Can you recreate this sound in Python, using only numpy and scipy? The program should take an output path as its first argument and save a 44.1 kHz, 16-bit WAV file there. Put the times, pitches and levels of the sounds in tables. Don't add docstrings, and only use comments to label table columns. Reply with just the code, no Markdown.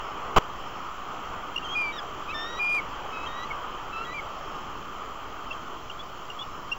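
import sys
import numpy as np
from scipy import signal
from scipy.fft import rfft, irfft
from scipy.io import wavfile
from scipy.ndimage import uniform_filter1d

SR = 44100
rng = np.random.default_rng(int(sys.argv[2]) if len(sys.argv) > 2 else 0)


def wav_record(signal):
    frames = np.transpose(np.atleast_2d(signal))
    bounded = np.clip(frames, -1, 1)
    quanta = np.round(bounded * 32767).astype(np.int16)
    wavfile.write(sys.argv[1], SR, quanta)


N = 298998


def gain_of(db):
    return 10 ** (np.asarray(db) / 20)


def unit_rms(x):
    return x / np.sqrt(np.mean(x ** 2) + 1e-20)


def curve_at(points, hz):
    points_hz, values = np.transpose(points)
    return np.interp(np.log(hz + 1), np.log(points_hz + 1), values)


def add(mix, start_s, sound):
    part = mix[round(start_s * SR):][:len(sound)]
    part += sound[:len(part)]


def low_pass(x, hz):
    return signal.oaconvolve(x, signal.firwin(801, hz, window=("kaiser", 8), fs=SR), "same")


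def wander(rate_hz, size=SR):
    hz = np.fft.rfftfreq(size, 1 / SR)
    return unit_rms(irfft(rfft(rng.standard_normal(size)) / (1 + (hz / rate_hz) ** 4), size))


# frequency_hz, relative_db
HISS_SPECTRUM = [(20, -1.5), (110, -10.5), (240, -11), (390, -8), (540, -10.5), (960, -5.5), (1220, 0),
                 (1400, -6.5), (1630, -16.5), (2200, -19), (2850, -16.5), (3140, -12.5), (3650, -30),
                 (7600, -30)]
# time_s, level_db
SEA_SWELL = [(.28, -36), (.53, -38), (3.3, -36), (4.5, -38.5), (5.6, -39), (6.1, -41)]
def sea_and_wind(patchy_db=1.15, flicker_db=0.2, edge_hz=7624, skirt_db=-34.5, trim_db=1):
    hop, window = 512, 2048
    frames, hz = N // hop + 5, np.fft.rfftfreq(window, 1 / SR)
    real, imaginary, patches = rng.standard_normal((3, frames, len(hz)))
    patches = uniform_filter1d(patches, size=7, axis=0)
    patches = unit_rms(uniform_filter1d(patches, size=14, axis=1))
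    time_s, level_db = np.transpose(SEA_SWELL)
    swell_db = np.interp(np.arange(frames) * hop / SR, time_s, level_db - level_db.mean())
    swell_share = curve_at([(160, .09), (500, .87), (1200, .92), (3000, .93), (4000, .13)], hz)
    colour_db = curve_at(HISS_SPECTRUM, hz) + patchy_db * patches + swell_db[:, None] * swell_share
    spectra = (real + 1j * imaginary) * gain_of(colour_db)
    hiss = signal.istft(spectra.T, nperseg=window, noverlap=window - hop)[1][:N]
    hiss = low_pass(hiss, edge_hz) + gain_of(skirt_db) * hiss
    hiss *= gain_of(flicker_db * wander(rate_hz=5.3, size=N))
    return gain_of(level_db.mean() + trim_db) * unit_rms(hiss)


def electronic_fizz(low_hz=14400, high_hz=15800, level_db=-67.5):
    noise = rng.standard_normal(N)
    return gain_of(level_db) * unit_rms(low_pass(noise, high_hz) - low_pass(noise, low_hz))


def syrinx(hz, amplitude, jitter, shimmer_db, quaver=.002, waver_db=.5):
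    shake = jitter * wander(rate_hz=130) + quaver * wander(rate_hz=25)
    flutter_db = shimmer_db * wander(rate_hz=75) + waver_db * wander(rate_hz=14)
    phase = 2 * np.pi * np.cumsum(hz * (1 + shake[:len(hz)])) / SR
    return phase, np.sqrt(2) * amplitude * gain_of(flutter_db[:len(hz)])


def chirp_shape(start_s, length_s, first_hz, last_hz, level_db):
    progress = np.linspace(0, 1, round(length_s * SR))
    swell = np.sin(np.pi * progress ** .78)
    return start_s, first_hz + (last_hz - first_hz) * progress, gain_of(level_db) * swell


def held_shape(start_s, length_s, first_hz, last_hz, turn_hz, first_db, last_db, push_db):
    attack_s, release_s, scoop_s, turn_s = .016, .0051, .0096, .03
    t = np.arange(0, length_s + (attack_s + release_s) / 2, 1 / SR)
    left_s = t[-1] - t
    scoop = 1 + .018 * np.exp(-t / scoop_s)
    glide = .5 + .5 * np.tanh(5.5 * (t / t[-1] - .5))
    turn = np.clip(1 - left_s / turn_s, 0, 1) ** .88
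    hz = (first_hz + (last_hz - first_hz) * glide + turn_hz * turn) * scoop
    level_db = first_db + (last_db - first_db) * glide + push_db * turn
    ramp = np.minimum(t / attack_s, left_s / release_s)
    gate = np.sin(np.pi / 2 * np.minimum(ramp, 1)) ** 2
    return start_s - attack_s / 2, hz, gate * gain_of(level_db)


# octave_hz, relative_db
THROAT_RESPONSE = [(4400, -43), (4660, -20), (4860, -27.5), (5400, -28), (5620, -20.5), (6400, -20),
                   (6900, -31.5), (9000, -61)]
def pure_notes(notes, shape, jitter, shimmer_db):
    voice = np.zeros(N)
    for row in notes:
        start_s, hz, amplitude = shape(*row)
        phase, envelope = syrinx(hz, amplitude, jitter, shimmer_db)
        octave = gain_of(curve_at(THROAT_RESPONSE, 2 * hz)) * np.sin(2 * phase)
        add(voice, start_s, envelope * (np.sin(phase) + octave))
    return voice


def reedy_notes(notes, third_db, fourth_db, jitter, shimmer_db=1, full_effort_db=-42):
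    voice = np.zeros(N)
    for *row, octave_db in notes:
        start_s, hz, amplitude = held_shape(*row)
        phase, envelope = syrinx(hz, amplitude, jitter, shimmer_db)
        octave_envelope = envelope * gain_of(octave_db)
        effort = np.minimum(octave_envelope / gain_of(full_effort_db), 1) ** .63
        upper = gain_of(third_db) * np.sin(3 * phase) + gain_of(fourth_db) * np.sin(4 * phase)
        overtones = octave_envelope * (np.sin(2 * phase) + effort * upper)
        add(voice, start_s, envelope * np.sin(phase) + overtones)
    return voice


# start_s, length_s, first_hz, last_hz, level_db
FAR_BIRD_NOTES = [ (0, 0.21, 5300, 5300, -63), (.5, 0.47, 5410, 5300, -67), (4.28, 0.56, 5500, 5220, -65.5),
                  (6.3, .42, 5520, 5200, -66)]
def far_bird():
    return pure_notes(FAR_BIRD_NOTES, chirp_shape, jitter=.0069, shimmer_db=3.5)


def rock_ledge(voice, wet_db=-22, t60_s=.15):
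    t = np.arange(SR // 4) / SR
    scatter = rng.standard_normal(len(t)) * gain_of(-60 * t / t60_s) * (t > .003)
    tail = signal.oaconvolve(voice, scatter / np.linalg.norm(scatter))[:N]
    return voice + gain_of(wet_db) * tail


# start_s, length_s, first_hz, last_hz, level_db
CHIRP_NOTES = [ (1.560, 0.012, 2880, 2720, -25), (1.576, 0.013, 2870, 2900, -26),
               (1.621, 0.026, 2790, 2730, -41), (1.640, 0.045, 3270, 3010, -36.5),
               (2.323, 0.022, 2300, 2270, -39), (3.262, 0.021, 3230, 3100, -36),
               (4.045, .028, 3350, 3230, -41.5), (5.507, 0.019, 2714, 2660, -32),
               (5.527, 0.013, 3320, 3090, -41), (5.897, 0.012, 2900, 2700, -36),
               (5.910, 0.012, 3050, 3220, -41), (5.989, 0.032, 3300, 3480, -39.5),
               (6.300, 0.0086, 2880, 2800, -34), (6.310, .016, 2820, 2840, -43),
               (6.388, 0.021, 3280, 3340, -35), (6.405, 0.031, 3450, 3450, -36),
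               (6.418, 0.024, 2920, 2880, -43), (6.715, 0.025, 2775, 2844, -26)]
def eagle_chirps():
    return pure_notes(CHIRP_NOTES, chirp_shape, jitter=.0089, shimmer_db=.5)


# start_s, length_s, first_hz, last_hz, turn_hz, first_db, last_db, push_db, octave_db
MEWL_NOTES = [ (2.288, 0.033, 1230, 1314, 4, -43, -42.5, 1, 4.5),
              (3.128, .138, 1283, 1296, 49, -42, -43, -1, 0),
              (3.925, 0.118, 1312, 1350, 34, -37.5, -36, -5, -5.5)]
def eagle_mewls():
    return reedy_notes(MEWL_NOTES, third_db=-16.5, fourth_db=-24, jitter=.0033)


# start_s, length_s, first_hz, last_hz, turn_hz, first_db, last_db, push_db, octave_db
SQUEAL_NOTES = [ (1.926, 0.072, 1900, 1890, -270, -51, -48.5, 10.5, 3.5),
                (2.343, .251, 1785, 1912, 52, -39, -47, 2, 1),
                (3.27, .178, 1846, 1950, 60, -49.5, -45.5, 2.7, -4),
                (4.05, .088, 1917, 1965, 43, -46, -42, 1, -9.5)]
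def eagle_squeals():
    return reedy_notes(SQUEAL_NOTES, third_db=-10, fourth_db=-37.5, jitter=.002)


# start_s, length_s, first_hz, last_hz, turn_hz, first_db, last_db, push_db
WHISTLE_NOTES = [ (1.686, 0.063, 3180, 3284, -5, -36.5, -34.5, 2),
                 (1.753, .171, 2435, 2312, -20, -26.5, -33, -8),
                 (2.595, 0.2075, 2420, 2422, -290, -27.5, -26.5, -4.5),
                 (3.507, 0.014, 2265, 2236, -62, -31, -31, -1),
                 (4.14, 0.062, 2370, 2375, -230, -37, -37.5, 5)]
def eagle_whistles():
    return pure_notes(WHISTLE_NOTES, held_shape, jitter=.0022, shimmer_db=0)


def scene():
    eagles = eagle_whistles() + eagle_chirps() + eagle_squeals() + eagle_mewls()
    return (far_bird() + rock_ledge(eagles) + sea_and_wind() + electronic_fizz())[None]


def record(dry):
    offset, overload_level, band_limit_hz = .0069, .087, 15850
    jump_start_s, jump_end_s, jump_db = .3628, .3857, 22.7
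    t = np.arange(N) / SR
    overloaded = np.clip(dry[0] + offset, -overload_level, overload_level)
    jump = uniform_filter1d(1. * ((t > jump_start_s) & (t < jump_end_s)), size=8)
    return low_pass(overloaded * gain_of(jump_db * jump), band_limit_hz)[None]


dry = scene()
out = record(dry)
wav_record(out)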